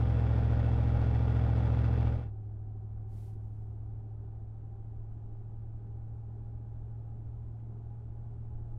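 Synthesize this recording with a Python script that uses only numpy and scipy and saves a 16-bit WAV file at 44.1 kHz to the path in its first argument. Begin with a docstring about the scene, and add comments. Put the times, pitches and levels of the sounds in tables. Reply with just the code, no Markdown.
"""Under the bed of a pickup, then in its cab: a V8 with a straight-through exhaust idles near 1700 rpm.
Below, the uneven pulses of the two banks make a loping drone, ring the pipe and release puffs of gas
hiss, while a heat shield ticks and air buffets the microphone. The sound then fades over to the cab,
where the idle slowly climbs. The body passes a deep hum and muffles the rest to a soft rumble; a faint
whine, a brief hiss and a tick of trim lie over it."""
import sys
import numpy as np
from scipy import signal
from scipy.fft import rfft, irfft, next_fast_len
from scipy.io import wavfile

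SR = 44100
rng = np.random.default_rng(int(sys.argv[2]) if len(sys.argv) > 2 else 0)


def materialize(psi):
    """Save the field psi as 16-bit PCM at rate SR to the path in sys.argv[1].

    A 1-D psi becomes a single channel; in a 2-D psi each row is a channel.
    """
    bounded = np.clip(np.atleast_2d(psi).T, -1, 1)
    quanta = np.round(bounded * 32767).astype(np.int16)
    wavfile.write(sys.argv[1], SR, quanta)


N = 387198

# the eight exhaust pulses in firing order, the near bank the louder: (relative level [dB])
FIRING_DB = [-10.5, 0, -10, 0, -.5, -9, 0, -10]
REFERENCE_RPM = 1640   # cab levels change in step with the speed above or below this
FADE_S = (2.064, 2.309)


def from_db(db):
    """Decibels to amplitude ratio."""
    return 10 ** (np.asarray(db) / 20)


def rms_one(x):
    """Scale to rms 1."""
    return x / np.sqrt(np.mean(x ** 2) + 1e-20)


def seconds():
    """Time of every sample."""
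    return np.arange(N) / SR


def in_time(rows):
    """A (time, value) curve at every sample."""
    return np.interp(seconds(), *np.transpose(rows))


def arch(middle_s, length_s):
    """A half sine that rises from 0 to 1 and falls back."""
    return np.cos(np.pi * np.clip((seconds() - middle_s) / length_s, -.5, .5))


def swells_db(rows):
    """Level change from smooth swells or sags."""
    return sum(db * arch(middle_s, length_s) for middle_s, length_s, db in rows)


def drift(rate_hz):
    """Random fluctuation: low-passed noise of rms 1."""
    step, settling = 100, 2000
    pole = np.exp(-2 * np.pi * rate_hz * step / SR)
    white = rng.standard_normal(N // step + settling + 2)
    slow = signal.lfilter([1], [1, -2 * pole, pole * pole], white)[settling:]
    return np.interp(np.arange(N) / step, np.arange(len(slow)), rms_one(slow))


def noise(spectrum, peaks=()):
    """Spectral shaping: noise with a broad envelope and resonant peaks; rms 1."""
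    hz = np.maximum(np.fft.rfftfreq(2 * next_fast_len(N // 2 + 1), 1 / SR), 1)
    points = np.array(spectrum)
    db = np.interp(np.log(hz), np.log(points[:, 0]), points[:, 1])
    db -= 40 * np.log10(np.maximum(hz / points[-1, 0], 1))   # falls away above the last point
    for centre, width, height in peaks:
        db += height / (1 + (2 * (hz - centre) / width) ** 2)
    white = rng.standard_normal(2 * len(hz) - 2)
    return rms_one(irfft(rfft(white) * from_db(db))[:N])


def resonance(x, hz, width):
    """A damped oscillator with gain 1 at its peak."""
    r = np.exp(-np.pi * width / SR)
    feedback = [1, -2 * r * np.cos(2 * np.pi * hz / SR), r * r]
    return signal.lfilter(np.array([1, 0, -1]) * (1 - r * r) / 2, feedback, x + 1e-18)


def engine_cycles(rpm):
    """Four-stroke cycles run so far: one for two turns of the crank."""
    return np.cumsum(rpm) / 120 / SR


def drone(cycles, orders, waver, smear):
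    """Fourier series: harmonics phased by the uneven firing of the two banks lope once a cycle."""
    out = np.zeros(N)
    slots = np.arange(len(FIRING_DB)) / len(FIRING_DB)
    for k, db in orders:
        phase = np.angle(np.sum(from_db(FIRING_DB) * np.exp(-2j * np.pi * k * slots)))
        lag = smear * max(k - len(FIRING_DB), 0) ** 2   # higher harmonics linger in the pipe
        out += from_db(db) * (1 + waver * drift(0.75)) * np.cos(2 * np.pi * k * cycles + phase - lag)
    return np.sqrt(2) * out


def pipe_ring(cycles, scatter_db, jitter_s):
    """Impulse excitation: each opening exhaust valve knocks the pipe modes, never twice quite alike."""
    # pipe modes: (frequency [Hz], bandwidth [Hz], relative level [dB])
    pipe_modes = [(480, 180, -3.5), (561, 45, 1.5), (630, 15, 0.5), (753, 20, 1.5), (807, 75, 5.5),
                  (840, 35, 0.5), (880, 24, -5.5)]
    firings = np.flatnonzero(np.diff(np.floor(cycles * len(FIRING_DB)))) + 1
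    scatter, jitter = rng.standard_normal((len(firings), 2)).T
    knock_db = np.resize(np.roll(FIRING_DB, -1), len(firings)) / 2 + scatter_db * scatter
    onsets = np.clip(firings + (jitter_s * SR * jitter).astype(int), 0, N - 1)
    knocks = np.zeros(N)
    knocks[onsets] = from_db(knock_db)
    ringing = sum((-1) ** i * from_db(db) * resonance(knocks, hz, width)
                  for i, (hz, width, db) in enumerate(pipe_modes))
    return rms_one(signal.sosfilt(signal.butter(2, [430, 900], "band", fs=SR, output="sos"), ringing))


def gas_puffs(cycles, depth_db, bank_share, flicker_db):
    """Amplitude modulation: gas hiss swells just after each firing, more for the near bank."""
    # rushing exhaust gas: (frequency [Hz], relative density [dB])
    gas_spectrum = [(60, -5.5), (130, 5), (220, -0.5), (365, -5), (430, 4.5), (520, 1), (800, 1),
                    (1050, -8.5), (1600, -13.5), (3200, -24), (5500, -33), (7200, -41), (12000, -50),
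                    (14000, -63.5)]
    # higher pipe modes that colour the gas: (frequency [Hz], bandwidth [Hz], boost [dB])
    gas_modes = [(820, 46, 2), (1207, 35, 5), (1428, 170, 7.5), (1890, 130, 5), (2290, 190, 4.5),
                 (2670, 77, 7.5), (3400, 360, 7), (4960, 130, 4), (7926, 16, 12.5)]
    count = len(FIRING_DB)
    firings = cycles * count
    puff_lag, bank_lag = 0.34, 0.3   # in firing intervals
    puff_db = depth_db * np.cos(2 * np.pi * (firings - puff_lag))
    bank_db = bank_share * np.interp(firings - bank_lag, np.arange(count), FIRING_DB, period=count)
    swell = from_db(puff_db + bank_db + flicker_db * drift(83))
    return rms_one(swell * noise(gas_spectrum, gas_modes))


def shield_ticks(per_s, scatter_db):
    """Free vibration: the shaken heat shield rings in tiny, dull ticks at random times."""
    hits = rng.random(N) < per_s / SR
    ticks = hits * from_db(scatter_db * np.clip(rng.standard_normal(N), -2, 2))
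    ringing = resonance(ticks, 3400, 250) - resonance(ticks, 4800, 300)
    return rms_one(signal.sosfilt(signal.butter(2, 6000, fs=SR, output="sos"), ringing))


def air_buffet():
    """Pressure fluctuation: air buffeting the microphone makes a low rumble."""
    # buffeting air: (frequency [Hz], relative density [dB])
    buffet_spectrum = [(5, -9.5), (12, 1.5), (22, -2.5), (35, -12.5), (70, -10), (140, -18.5), (400, -55)]
    return from_db(-43 + 1.2 * drift(2.2)) * noise(buffet_spectrum)


def under_truck():
    """Superposition of the sources under the bed."""
    # engine speed: (time [s], speed [rpm])
    idle_speed = [(0, 1698.6), (2.4, 1708.2)]
    # exhaust harmonics, 8 being the firing rate: (order [per cycle], level [dB])
    exhaust_orders = [(3, -55.5), (5, -31), (6, -56), (7, -43.5), (8, -29.5), (9, -44.5), (10, -49.5),
                      (11, -47), (12, -57), (13, -50), (14, -51), (15, -54), (16, -55.5), (17, -48),
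                      (18, -55), (19, -51), (20, -55), (21, -59.5), (22, -62), (23, -54.5), (24, -58.5),
                      (29, -61), (30, -57.5), (31, -66), (33, -58), (34, -64.5), (35, -58), (37, -61.5),
                      (40, -65.5), (41, -67), (43, -67.5), (46, -63.5)]
    cycles = engine_cycles(in_time(idle_speed))
    exhaust = drone(cycles, exhaust_orders, waver=0.024, smear=0.0196)
    ring = from_db(-58.5) * pipe_ring(cycles, scatter_db=0.5, jitter_s=.00007)
    gas = from_db(-44.5) * gas_puffs(cycles, depth_db=2.0, bank_share=0.19, flicker_db=1.1)
    ticks = from_db(-82) * shield_ticks(per_s=54, scatter_db=3.5)
    return exhaust + ring + gas + ticks + air_buffet()


def cab_hum(cycles, extra_rpm):
    """Low-frequency transmission: the body passes the firing hum, which eases as the speed climbs."""
    # engine harmonics in the cab: (order [per cycle], base level [dB])
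    cab_orders = [(5, -52), (7, -67), (8, -42.7), (9, -63), (10, -69), (11, -68), (14, -72), (15, -73),
                  (16, -71), (17, -78), (20, -77), (21, -77), (23, -78), (24, -77), (26, -79), (29, -75),
                  (30, -77)]
    # the hum sags and recovers: (midpoint [s], duration [s], level change [dB])
    sags = [(5.05, 2.2, -2.5), (8.05, .9, -1.0)]
    gain_db = 0.64 - 0.0142 * extra_rpm + swells_db(sags)
    return from_db(gain_db) * drone(cycles, cab_orders, waver=.035, smear=.018)


def body_shake():
    """Random vibration: the shaking body rumbles, wandering in level and surging now and then."""
    # body vibration: (frequency [Hz], relative density [dB])
    shake_spectrum = [(6, -11.5), (17, 0.5), (30, -2.5), (42, -7.5), (54, -9), (72, -6.5), (88, -14),
                      (120, -20), (170, -32), (400, -59)]
    # surges: (midpoint [s], duration [s], level change [dB])
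    surges = [(3.5, .6, 1), (4.85, 1.0, 3), (5.7, .5, 3.5), (7.3, .5, 3), (8.45, 0.9, 5.5)]
    return from_db(-48.5 + 0.76 * drift(1.5) + swells_db(surges)) * noise(shake_spectrum)


def muffled_engine(cycles, extra_rpm):
    """Transmission loss: the body dulls the engine noise, which throbs and grows with speed."""
    # engine noise let into the cab: (frequency [Hz], relative density [dB])
    cab_spectrum = [(60, 3.5), (140, 1.5), (210, -2), (270, -3), (400, -5.5), (510, -13.5), (700, -14),
                    (850, -13), (960, -21.5), (1450, -27), (2000, -37), (3200, -41.5), (5000, -50),
                    (8500, -48.5), (11000, -63.5)]
    # ringing body panels: (frequency [Hz], bandwidth [Hz], boost [dB])
    panel_modes = [(596, 32, 1.5), (720, 44, 5), (1007, 50, 3.5), (1245, 61, 3), (1510, 110, 2),
                   (2260, 150, 1.5)]
    throb_db = .55 * np.cos(2 * np.pi * len(FIRING_DB) * cycles) + 0.35 * drift(25)
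    return from_db(-56.5 + 0.0132 * extra_rpm + throb_db) * noise(cab_spectrum, panel_modes)


def unsteady_tone(hz, flutter_hz, steady):
    """Random modulation: a sine's amplitude and phase wander about a steady core; rms 1."""
    phase = 2 * np.pi * np.cumsum(hz) / SR
    return rms_one((steady + drift(flutter_hz)) * np.cos(phase) + drift(flutter_hz) * np.sin(phase))


def whine(rpm, cycles_per_turn):
    """Rotational tone: an engine-bay whine and its lower octave rise in pitch and fade with speed."""
    hz = cycles_per_turn * rpm / 60
    extra_rpm = rpm - REFERENCE_RPM
    upper = from_db(-73 - 0.0248 * extra_rpm) * unsteady_tone(hz, flutter_hz=17, steady=0.97)
    lower = from_db(-72.5 - 0.063 * extra_rpm) * unsteady_tone(hz / 2, flutter_hz=14, steady=0.66)
    return upper + lower


def soft_hiss(steepness, flicker_db):
    """Enveloped broadband noise: a faint, bright hiss swells and dies."""
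    # the hiss: (frequency [Hz], relative density [dB])
    hiss_spectrum = [(600, -16), (2000, -2.5), (5000, -4.5), (9000, -3.5), (13000, -6.5), (16000, -10)]
    # its swell and fainter afterswell: (midpoint [s], duration [s], peak level [dB])
    swells = [(3.217, 0.32, -74.5), (3.52, 0.6, -90)]
    envelope = sum(from_db(db) * arch(mid_s, length_s) ** steepness for mid_s, length_s, db in swells)
    return envelope * from_db(flicker_db * drift(50)) * noise(hiss_spectrum)


def trim_tick(at_s, decay_s, gain_db):
    """Damped resonance: a short burst excites two modes of the plastic trim."""
    age = seconds() - at_s
    burst = rng.standard_normal(N) * (age > 0) * np.exp(-np.abs(age) / decay_s)
    return from_db(gain_db) * (resonance(burst, 2000, 300) - .5 * resonance(burst, 3050, 400))


def in_cab():
    """Superposition of the sounds in the cab."""
    # engine speed: (time [s], speed [rpm])
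    climbing_speed = [(2.3, 1563), (6.7, 1667.5), (8.78, 1700)]
    rpm = in_time(climbing_speed)
    extra_rpm = rpm - REFERENCE_RPM
    cycles = engine_cycles(rpm) + .271   # starts partway through a cycle
    rumble = cab_hum(cycles, extra_rpm) + body_shake() + muffled_engine(cycles, extra_rpm)
    tick = trim_tick(at_s=7.597, decay_s=.007, gain_db=-60.5)
    return rumble + whine(rpm, cycles_per_turn=29.14) + soft_hiss(steepness=1.3, flicker_db=0.7) + tick


def scene():
    """A linear crossfade leads from under the bed into the cab."""
    inside = np.interp(seconds(), FADE_S, [0, 1])
    return ((1 - inside) * under_truck() + inside * in_cab())[None]


def record(dry):
    """Band limiting: a steep low-pass removes the treble above 17 kHz."""
    return signal.sosfilt(signal.cheby2(12, 70, 17000, fs=SR, output="sos"), dry)


dry = scene()
out = record(dry)
materialize(out)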